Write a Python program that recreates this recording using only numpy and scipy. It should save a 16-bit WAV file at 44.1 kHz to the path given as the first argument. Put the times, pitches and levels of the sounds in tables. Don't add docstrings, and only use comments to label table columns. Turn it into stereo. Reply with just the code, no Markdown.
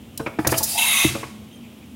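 import sys
import numpy as np
from scipy import signal
from scipy.fft import rfft, irfft
from scipy.io import wavfile

SR = 44100
rng = np.random.default_rng(int(sys.argv[2]) if len(sys.argv) > 2 else 0)


def generate_wav(signal):
    frames = np.transpose(np.atleast_2d(signal))
    scaled = np.clip(frames, -1, 1) * 32767
    pcm = np.round(scaled).astype(np.int16)
    wavfile.write(sys.argv[1], SR, pcm)


N = 85995
T = np.arange(N) / SR
HZ = np.maximum(np.arange(N // 2 + 1) * SR / N, 1)
CUTOFF_HZ = 15900
AIR_PAN_DB, FLUTTER_DB, FLUTTER_HZ = 3, .8, 60
EAR_PHASE_RAD = 1.92

# time in seconds, level in dB.
FLOW = [(0.66, -43), (0.745, -38), (0.772, -31), (0.781, -16), (0.84, -16.5), (1.048, -15.5), (1.066, -22),
        (1.094, -23), (1.102, -32), (1.22, -52)]


def knocks():
    # start in seconds, thud, clonk and clack levels in dB, clack cutoff in Hz,
    # favoured panel frequency in Hz.
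    impacts = [(0.196, -24.5, -26, -16.5, 1570, 448), (0.262, -37, -32, -18, 2580, 2350),
               (0.268, -38, -27, -20.5, 1480, 600), (0.387, -23, -11.5, -14, 1940, 340),
               (0.448, -54, -49, -15, 2000, 1850), (0.466, -11, -16, -10, 1780, 720),
               (0.489, -32, -26, -19.5, 2840, 1500), (0.521, -30, -17, -8, 2030, 730),
               (0.539, -32, -43, -16, 3130, 756), (0.556, -27.5, -33, -17.5, 860, 716),
               (0.606, -57, -43, -16.5, 890, 870), (1.046, -8.5, -5, -11, 670, 306),
               (1.150, -27, -22.5, -14.5, 1340, 536), (1.230, -39.5, -50, -20, 2420, 1110)]
    # frequency in Hz, relative level in dB, T60 in seconds.
    thud_modes = [(89.6, -3.5, 0.11), (128.1, -4.5, 0.26), (131, -1, 0.024)]
    clonk_modes = [(207, -11.5, 0.15), (298.8, 2, 0.065), (332.5, 4.5, 0.041), (313.2, -17, 0.33)]
    # frequency in Hz, relative level in dB.
    clack_colour = [(150, -3.5), (1300, -3), (1900, -7), (2400, 0), (6000, -8.5), (16000, -31)]
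    ripple_db, bypass_db, panel_db = 2.5, -23, -8.5
    out = np.zeros((2, N))
    for start, thud_db, clonk_db, clack_db, top_hz, centre_hz in impacts:
        steel = noise(clack_colour) * burst(start, rise=.001, hold=.006, t60=.06)
        lowpass = signal.cheby1(4, ripple_db, top_hz, fs=SR, output="sos")
        clack = signal.sosfilt(lowpass, steel + 1e-18) + from_db(bypass_db) * steel
        metal = clack + from_db(panel_db) * panel_ring(start, centre_hz)
        body = from_db(thud_db) * ring(start, thud_modes) + from_db(clonk_db) * ring(start, clonk_modes)
        out += from_db(clack_db) * metal * pan(db=1.5) + body * pan(db=-4.5)
    return out


def panel_ring(start, centre_hz, db_per_octave=31.5):
    # frequency in Hz, relative level in dB, T60 in seconds.
    panel_modes = [(452.3, -4.5, 0.45), (554.4, 1.5, 0.13), (662, -4, 0.25), (878, 4, 0.05),
                   (1102, 2, 0.11), (1276, -0.5, 0.08), (1900, 2.5, 0.058), (2225, -3, 0.097),
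                   (2394, 3, 0.042)]
    excited = [(hz, db - db_per_octave * abs(np.log2(hz / centre_hz)), t60)
               for hz, db, t60 in panel_modes]
    return ring(start, excited)


def bore_air():
    # time in seconds, frequency in Hz, level in dB.
    gap_tone = [(0.70, 740, -7), (0.754, 790, 6.5), (0.795, 850, -11), (0.92, 1130, -9.5)]
    # frequency and width in Hz, then level in dB at each withdrawal stage.
    bore_modes = [(2146, 80, -13, -4, -3), (2630, 80, -1.5, -11, -3.5), (3730, 100, -5, -1, -1.5),
                  (6390, 350, -12, -15, -8), (10800, 650, -8, -8, -7), (12800, 330, -15, -12, -17)]
    # the times in seconds at which the holder is just loose, half out and clear.
    stages_s = [.81, .91, 0.94]
    # frequency in Hz, relative level in dB.
    jet_colour = [(200, -79), (700, -7.5), (1600, -16), (2200, -2.5), (3000, 6), (4200, -2.5), (5300, -30),
                  (6200, -5), (7900, -5), (10000, 3.5), (11600, -4), (13500, -7.5), (16000, -9)]
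    times, gap_hz, gap_db = np.transpose(gap_tone)
    lowest = resonance(np.interp(T, times, gap_hz), width_hz=105, ear_phase=EAR_PHASE_RAD)
    tones = from_db(np.interp(T, times, gap_db)) * lowest
    sag = np.interp(T, stages_s, [1.014, 1, .986])
    swell_db, wander_share, wander_hz = 1.2, .008, 18
    for hz, width_hz, *stage_db in bore_modes:
        db = np.interp(T, stages_s, stage_db) + swell_db * drift(wander_hz)
        centre_hz = hz * sag * (1 + wander_share * drift(wander_hz))
        tones += from_db(db) * resonance(centre_hz, width_hz, EAR_PHASE_RAD)
    air = eddies(noise(jet_colour)) * pan(AIR_PAN_DB) + tones * pan(db=6)
    return air * level(FLOW) * from_db(FLUTTER_DB * drift(FLUTTER_HZ))


def eddies(jet, count=20, depth_db=2.6, rate_hz=40):
    spectrum, band_index = rfft(jet), (count * HZ / CUTOFF_HZ).astype(int)
    bands = (irfft(spectrum * (band_index == k), N) for k in range(count))
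    return rms_one(sum(band * from_db(depth_db * drift(rate_hz)) for band in bands))


def seal_air():
    # time in seconds, level in dB.
    leak = [(0.39, -42), (0.465, -49.5), (0.518, -17), (0.535, -31), (0.562, -29), (0.58, -17.5),
            (0.618, -32.5), (0.70, -20.5), (0.80, -26.5), (0.92, -45)]
    # start in seconds, level in dB, rise, hold and T60 in seconds, low cutoff in Hz.
    spits = [(0.1751, -19.5, 0.00083, 0.00093, 0.026, 2970), (0.4716, -5, 0.00061, 0.0035, 0.027, 4200),
             (0.576, -9, 0.0043, 0.0061, 0.026, 5400), (0.627, -10.5, 0.0042, 0.011, 0.061, 4900)]
    # frequency in Hz, relative level in dB.
    leak_colour = [(400, -30), (1500, -3), (4100, 4.5), (4850, 15), (5500, 7), (11000, 13), (16000, 4)]
    spit_colour = [(5000, 0), (16000, -1.5)]
    air = level(leak) * from_db(FLUTTER_DB * drift(FLUTTER_HZ)) * noise(leak_colour)
    for start, db, rise, hold, t60, low_hz in spits:
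        highpass = signal.butter(4, low_hz, "high", fs=SR, output="sos")
        hiss = signal.sosfilt(highpass, noise(spit_colour))
        air += from_db(db) * burst(start, rise, hold, t60) * hiss
    return air * pan(AIR_PAN_DB)


def wall_spray():
    # frequency in Hz, relative level in dB.
    spray_colour = [(400, -16.5), (2500, 1), (5300, -5.5), (9000, -6), (16000, -14.5)]
    return from_db(4.5) * level(FLOW) * noise(spray_colour)


def squeaks(overtone_db=-15):
    # start in seconds, level in dB, fundamental in Hz, hold in seconds, width in Hz.
    rubs = [(1.510, -48, 2950, 0.008, 350), (1.525, -45, 3170, 0.035, 35), (1.630, -48, 2450, 0.025, 300),
            (1.823, -51, 2350, 0.012, 150)]
    out = np.zeros((2, N))
    for start, db, hz, hold, width_hz in rubs:
        envelope = burst(start, rise=.0044, hold=hold, t60=.08)
        for harmonic in (1, 2, 3):
            tone = resonance(harmonic * hz, width_hz, EAR_PHASE_RAD)
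            out += from_db(db + overtone_db * (harmonic > 1)) * envelope * tone
    return out


def near_surfaces(x, count=6, echo_db=-13, longest_s=.005):
    gain = from_db(echo_db)
    lags = rng.uniform(.2, 1, (count, 2, 1)) * longest_s
    paths = 1 + gain * np.exp(-2j * np.pi * HZ * lags).sum(axis=0)
    return irfft(rfft(x) * paths / np.sqrt(1 + count * gain ** 2), N)


def between_walls(x, round_trip_s=.00716, echo_db=-10):
    gain = from_db(echo_db)
    round_trip = gain * np.exp(-2j * np.pi * HZ * round_trip_s)
    return irfft(rfft(x) * np.sqrt(1 - gain ** 2) / (1 - round_trip), N)


def enclosure(x, echo_db=-8.5):
    # frequency in Hz, relative level in dB.
    echo_colour = [(100, 4.5), (300, -6), (700, 0.5), (8000, 0.5), (15000, -2)]
    echoes = noise(echo_colour) * burst(0, rise=.01, hold=0, t60=.6)
    response = rms_one(echoes) / np.sqrt(N)
    mono = x.mean(axis=0, keepdims=True)
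    return from_db(echo_db) * signal.fftconvolve(mono, response, axes=1)[:, :N]


def workshop():
    # frequency in Hz, relative level in dB.
    shop_colour = [(24, -61), (40, -37), (64, -0.5), (180, -7.5), (226, -1), (372, -14), (1680, -29),
                   (3140, -21), (4240, -32.5), (16000, -34.5)]
    # frequency in Hz, level in dB.
    hum = [(215, -45.5), (236, -48)]
    rumble = from_db(-41.5) * noise(shop_colour)
    return rumble + sum(from_db(db) * resonance(hz, width_hz=2.3) for hz, db in hum)


def ring(start, modes):
    age = np.maximum(T - start, 0)
    return sum((-1) ** k * from_db(db) * np.exp(-np.log(1000) * age / t60) * np.sin(2 * np.pi * hz * age)
               for k, (hz, db, t60) in enumerate(modes))


def resonance(hz, width_hz, ear_phase=0):
    phase = 2 * np.pi * np.cumsum(hz + np.zeros(N)) / SR
    phase = np.array([phase, phase - ear_phase])
    return rms_one(drift(width_hz) * np.cos(phase) + drift(width_hz) * np.sin(phase))


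def noise(colour):
    # frequency in Hz, left-right correlation from 0 to 1.
    coherence = [(300, 0.87), (700, 0.27), (1500, 0.046)]
    mid, side = rfft(rng.standard_normal((2, N)))
    alike = over_hz(coherence)
    pair = np.sqrt(1 + alike) * mid + np.sqrt(1 - alike) * side * [[1], [-1]]
    return rms_one(irfft(pair * from_db(over_hz(colour)), N))


def drift(rate_hz):
    return rms_one(irfft(rfft(rng.standard_normal(N)) / (1 + (HZ / rate_hz) ** 2), N))


def burst(start, rise, hold, t60):
    age = T - start
    return np.clip(age / rise, 0, 1) * np.exp(-np.log(1000) * np.maximum(age - rise - hold, 0) / t60)


def level(curve):
    times, db = np.transpose(curve)
    return from_db(np.interp(T, times, db, left=-np.inf, right=-np.inf))


def over_hz(points):
    hz, value = np.transpose(points)
    return np.interp(np.log(HZ), np.log(hz), value)


def pan(db):
    return from_db([[db / 2], [-db / 2]])


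def from_db(db):
    return 10 ** (np.asarray(db) / 20)


def rms_one(x):
    return x / np.sqrt(np.mean(x ** 2) + 1e-20)


def scene():
    near = knocks() + near_surfaces(seal_air()) + squeaks()
    blast = between_walls(near_surfaces(bore_air()))
    echoes = enclosure(near + wall_spray() + from_db(-7) * blast)
    return near + blast + echoes + workshop()


def record(dry):
    knee_db, duck_share, attack_s, release_db_per_s = -19, .36, .017, 10
    low_cut_hz = 84
    pole = np.exp(-1 / (attack_s * SR))
    power = signal.lfilter([1 - pole], [1, -pole], np.mean(dry ** 2, axis=0))
    over_db = np.maximum(10 * np.log10(power + 1e-12) - knee_db, 0)
    release_db = release_db_per_s * T
    duck_db = np.maximum.accumulate(duck_share * over_db + release_db) - release_db
    highpass = signal.butter(2, low_cut_hz, "high", fs=SR, output="sos")
    lowpass = signal.ellip(12, .2, 100, CUTOFF_HZ, fs=SR, output="sos")
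    ducked = signal.sosfilt(highpass, dry) * from_db(-duck_db)
    rounded = ducked / (1 + ducked ** 4) ** .25
    return signal.sosfilt(lowpass, rounded)


dry = scene()
out = record(dry)
generate_wav(out)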